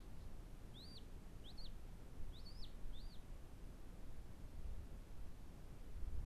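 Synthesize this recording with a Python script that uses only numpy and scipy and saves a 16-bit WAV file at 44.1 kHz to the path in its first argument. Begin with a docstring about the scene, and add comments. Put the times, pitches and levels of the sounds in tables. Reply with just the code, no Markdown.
"""Wind buffets the microphone of a trail camera, over a distant roar, amplifier hiss and the buzz of
circuits pulsing at the frame rate. On a frozen lake a hawk folds its wings with two soft swishes,
then gives four thin, arching whistles, each a gliding tone filtered by its throat.
The calls scatter faintly back from the ice and from reeds and trunks."""
import sys
import numpy as np
from scipy import signal
from scipy.fft import rfft, irfft
from scipy.io import wavfile
from scipy.ndimage import uniform_filter1d

SR = 44100
rng = np.random.default_rng(int(sys.argv[2]) if len(sys.argv) > 2 else 0)


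def unload_audio(sound):
    """Save the sound as a 16-bit wav file, at the path given as the first command line argument."""
    columns = np.transpose(np.atleast_2d(sound))
    # keep every value between -1 and 1, then stretch to whole-number steps
    steps = np.round(np.clip(columns, -1, 1) * 32767)
    wavfile.write(sys.argv[1], SR, steps.astype(np.int16))


N = 275625
TIME = np.arange(N) / SR
FREQS = np.fft.rfftfreq(N, 1 / SR)


def amp(db):
    """Amplitude ratio for a level in decibels."""
    return 10 ** (np.asarray(db) / 20)


def unit(x):
    """Normalisation to an rms of 1."""
    return x / np.sqrt(np.mean(x ** 2) + 1e-20)


def level_at(spectrum, hz):
    """Interpolation of a spectrum on a logarithmic frequency axis."""
    f, db = np.transpose(spectrum)
    return np.interp(np.log(hz + 1), np.log(f + 1), db)


def noise(density):
    """Gaussian noise with the given spectral density, in amplitude per root Hz."""
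    return irfft(rfft(rng.standard_normal(N)) * density, N) * np.sqrt(SR / 2)


def wander(rate_hz):
    """Random fluctuation of rms 1, band-limited to about the given rate."""
    return unit(noise(1 / (1 + (FREQS / rate_hz) ** 4)))


def bump(at, length):
    """A Gaussian envelope of height 1."""
    return np.exp(-(2 * (TIME - at) / length) ** 2)


def wind(breeze_db=(-57, -64), rumble_gain_db=1.5, eddy_gain_db=1.0, eddy_hz=52):
    """Turbulence at the microphone: breeze and gusts add in power, as deep rumble and smaller eddies."""
    # Each row: centre and length in seconds, relative levels of rumble and of eddies in dB.
    gusts = [(0.25, .16, -50, -57.5), (1.645, 0.14, -45.5, -70), (2.233, 0.097, -44.5, -56),
             (2.855, 0.51, -46.5, -82), (4.14, 0.22, -49.5, -60), (4.71, 0.29, -48.5, -53.5),
             (5.21, 0.17, -47, -64), (6.018, .16, -43.5, -58), (6.2, 0.25, -45.5, -48)]
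    # Each row: frequency in Hz, relative spectral density of the rumble in dB.
    rumble_spectrum = [(3, 0), (9, 6), (20, -1.5), (33, -1), (50, -24), (100, -29.5), (400, -73.5),
                       (1500, -100)]
    power = amp(breeze_db)[:, None] ** 2  # rumble, then eddies
    for at, length, *levels_db in gusts:
        power = power + amp(levels_db)[:, None] ** 2 * bump(at, length)
    rumble = amp(level_at(rumble_spectrum, FREQS))
    eddies = 1 / (1 + 0.5 * (FREQS / eddy_hz - eddy_hz / (FREQS + 1)) ** 2) ** 2
    out = np.zeros(N)
    for shape, gain_db, strength in zip((rumble, eddies), (rumble_gain_db, eddy_gain_db), np.sqrt(power)):
        swirl = noise(shape)
        swirl /= np.sqrt(uniform_filter1d(swirl ** 2, SR // 5))  # levelled, so the gusts set the swell
        out += amp(gain_db) * strength * swirl
    return out


def roar_and_hiss(sway_db=0.53, crossover_hz=900):
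    """Broadband noise: far wind in the woods sways in the bass, amplifier hiss holds in the treble."""
    # Each row: frequency in Hz, spectral density in dB.
    spectrum = [(10, -97.5), (60, -88), (110, -85.5), (160, -86.5), (250, -91), (500, -97.5), (1000, -104),
                (2000, -110), (4000, -115), (7000, -118), (10000, -118.7), (13500, -120.5)]
    density = amp(level_at(spectrum, FREQS))
    roar_share = 1 / (1 + (FREQS / crossover_hz) ** 2)
    roar = noise(density * np.sqrt(roar_share)) * amp(sway_db * wander(4.2))
    hiss = noise(density * np.sqrt(1 - roar_share))
    return roar + hiss


def circuit_buzz(frame_hz=29.936, duty=2 / 5, step_db=-52.5, corner_hz=660, droop_hz=8):
    """Crosstalk: the camera draws a pulse of current every frame, which leaks, rounded, into the sound."""
    current = ((TIME * frame_hz + .5) % 1 < duty) * 1.
    rounding = 1 / (1 + 1j * FREQS / corner_hz) ** 2 / np.sqrt(1 + (FREQS / corner_hz) ** 2)
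    coupling = 1j * FREQS / (droop_hz + 1j * FREQS)
    return amp(step_db) * irfft(rfft(current) * rounding * coupling, N)


def wings(half_width_hz=900):
    """Friction of feather on feather gives brief swishes of band-limited noise."""
    # Each row: centre and length in seconds, centre frequency in Hz, peak level in dB.
    brushes = [(0.024, 0.06, 4020, -77.5), (0.222, .08, 4060, -79)]
    out = np.zeros(N)
    for at, length, hz, db in brushes:
        swish = unit(noise(1 / (1 + ((FREQS - hz) / half_width_hz) ** 2)))
        out += amp(db) * swish * bump(at, length)
    return out


def vocal_gesture(arch, drop_s, base_db, crescendo_db, fade_db):
    """Frequency and amplitude modulation: a call swells in, arches, and dies away as its pitch drops."""
    # Where the voice thins. Each row: centre and length in seconds, change of effort in dB.
    falters = [(1.548, 0.054, -25), (2.433, 0.029, -17), (2.54, .018, -11), (3.055, 0.017, 0)]
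    end_hz, drop_curve, glide_s = 2740, 1.3, .004
    attack_s, attack_db, release_db = 0.025, -11, -13.5
    push_db, full_push_hz_per_s, ebb_s = 5.5, 22000, 0.018
    times, pitch = np.transpose(arch)
    drop = np.clip((TIME - times[-1]) / drop_s, 0, 1)
    hz = np.interp(TIME, times, pitch) + (end_hz - pitch[-1]) * drop ** drop_curve
    hz = uniform_filter1d(hz, round(glide_s * SR))
    effort_db = base_db + np.interp(TIME, times[[0, -1]], [0, crescendo_db])
    effort_db += attack_db * np.clip(1 - (TIME - times[0]) / attack_s, 0, 1)
    effort_db += fade_db * drop + release_db * drop ** 4
    # A falling pitch lets out a push of air, which then ebbs.
    falling = np.clip(-np.gradient(hz) * SR / full_push_hz_per_s, 0, 1)
    ebb = np.exp(-1 / (ebb_s * SR))
    effort_db += push_db * signal.lfilter([1 - ebb], [1, -ebb], falling)
    effort_db += sum(db * bump(at, length) for at, length, db in falters)
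    voicing = uniform_filter1d(((TIME > times[0]) & (drop < 1)) * 1., size=150)
    return hz, effort_db, voicing


def whistle(hz, effort_db, voicing, bright_db):
    """Source and filter: membranes vibrate in a harmonic tone, which the throat filters almost pure."""
    # Each row: centre and length in seconds, rattle rate in Hz, depth from 0 to 1.
    rasps = [(2.595, .046, 190, .85), (3.08, .04, 330, .3)]
    # Each row: frequency in Hz, gain of the throat in dB.
    throat = [(4400, 2), (5000, -9), (5500, -5), (6400, -31), (7200, -32), (7900, -16.5), (8700, -18.5),
              (9400, -18), (10600, -20.5), (12400, -11), (13000, -41)]
    # Each row: harmonic number, level in dB against the fundamental before brightness and throat act.
    overtones = [(2, 1.5), (3, -6)]
    jitter, shimmer, strain, rattle_bend, pure_above_db = 0.0036, 0.11, .028, 0.022, -63
    hz = hz * (1 + jitter * wander(450))
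    envelope = voicing * amp(effort_db) * (1 + shimmer * wander(300))
    for at, length, rattle_hz, depth in rasps:
        # Strained membranes go a little sharp and beat unevenly, shaking level and pitch.
        catch = depth * np.exp(-(2 * (TIME - at) / length) ** 4)
        beat_hz = rattle_hz * (1 + 0.4 * wander(160))
        rattle = catch * np.sin(2 * np.pi * np.cumsum(beat_hz) / SR)
        envelope = envelope * (1 + rattle)
        hz = hz * (1 + strain * catch - rattle_bend * rattle)
    phase = 2 * np.pi * np.cumsum(hz) / SR
    tone = amp(level_at(throat, hz)) * np.sin(phase)
    # Past a certain effort only the fundamental grows, so the tone gets purer.
    edge_db = bright_db - np.maximum(effort_db - pure_above_db, 0)
    for k, db in overtones:
        tone += amp(db + edge_db + level_at(throat, k * hz)) * np.sin(k * phase)
    return np.sqrt(2) * envelope * tone


def lakeside(call, scatter_db, ice_t60=0.31, far_t60=.55, far_db=-5, build_s=0.0081):
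    """Diffuse reflection adds a quick tail from the ice and a longer, duller one from reeds and trunks."""
    t, out = TIME[:SR], call
    for t60, db, cutoff_hz in ((ice_t60, scatter_db, 4200), (far_t60, scatter_db + far_db, 3500)):
        response = rng.standard_normal(SR) * amp(-60 * t / t60) * (1 - np.exp(-t / build_s))
        tail = signal.fftconvolve(call, amp(db) * response / np.linalg.norm(response))[:N]
        out = out + irfft(rfft(tail) / np.sqrt(1 + (FREQS / cutoff_hz) ** 16), N)
    return out


def hawk():
    """Four calls, coloured by directivity: turned aside, the hawk sounds duller and more reverberant."""
    # Pitch of each call up to its closing drop; the second and third flip up into a break.
    # Each row: time in seconds, pitch in Hz.
    arch_1 = [(0.74, 3139), (0.77, 3503), (0.816, 4040), (0.83, 4120), (0.862, 4695), (0.87, 4754),
              (0.884, 4561), (0.898, 4802), (0.914, 4619), (0.948, 4700), (0.96, 4534)]
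    arch_2 = [(1.44, 2845), (1.456, 3170), (1.472, 3349), (1.506, 4140), (1.538, 5720), (1.558, 6370),
              (1.568, 5839), (1.578, 4570), (1.586, 4300), (1.598, 4230), (1.628, 4720), (1.635, 4660)]
    arch_3 = [(2.323, 3110), (2.385, 4053), (2.417, 5230), (2.443, 5500), (2.463, 4492), (2.475, 4420),
              (2.497, 4510), (2.517, 4880), (2.543, 4852), (2.612, 5260)]
    arch_4 = [(2.927, 3070), (2.943, 3378), (2.961, 3563), (2.977, 3630), (2.989, 3760), (3.021, 4710),
              (3.057, 4610), (3.077, 4847), (3.125, 4430)]
    # Each row: length of the drop in seconds, then in dB the base effort, crescendo,
    # fade during the drop, overtone brightness and scatter gain.
    calls = [(0.032, -63.5, 2, -2.5, -1, -12.5), (.044, -62.5, 1, -4, -3, -14.5),
             (.045, -68, 8.5, -2, -4, -8), (.043, -66.5, -4, -5, -4, -7.5)]
    out = np.zeros(N)
    for arch, (*shape, bright_db, scatter_db) in zip((arch_1, arch_2, arch_3, arch_4), calls):
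        hz, effort_db, voicing = vocal_gesture(arch, *shape)
        out += lakeside(whistle(hz, effort_db, voicing, bright_db), scatter_db)
    return out


def scene():
    """Superposition of all sources in one channel."""
    return (hawk() + wings() + wind() + roar_and_hiss() + circuit_buzz())[None]


def record(dry):
    """Band limiting: the camera's low-pass filter cuts the top treble; both ends fade briefly."""
    cutoff_hz = 13900
    low_pass = signal.firwin(511, cutoff_hz, window=("kaiser", 8), fs=SR)
    faded = dry * signal.windows.tukey(N, .002)
    return signal.oaconvolve(faded, low_pass[None], "same")


dry = scene()
out = record(dry)
unload_audio(out)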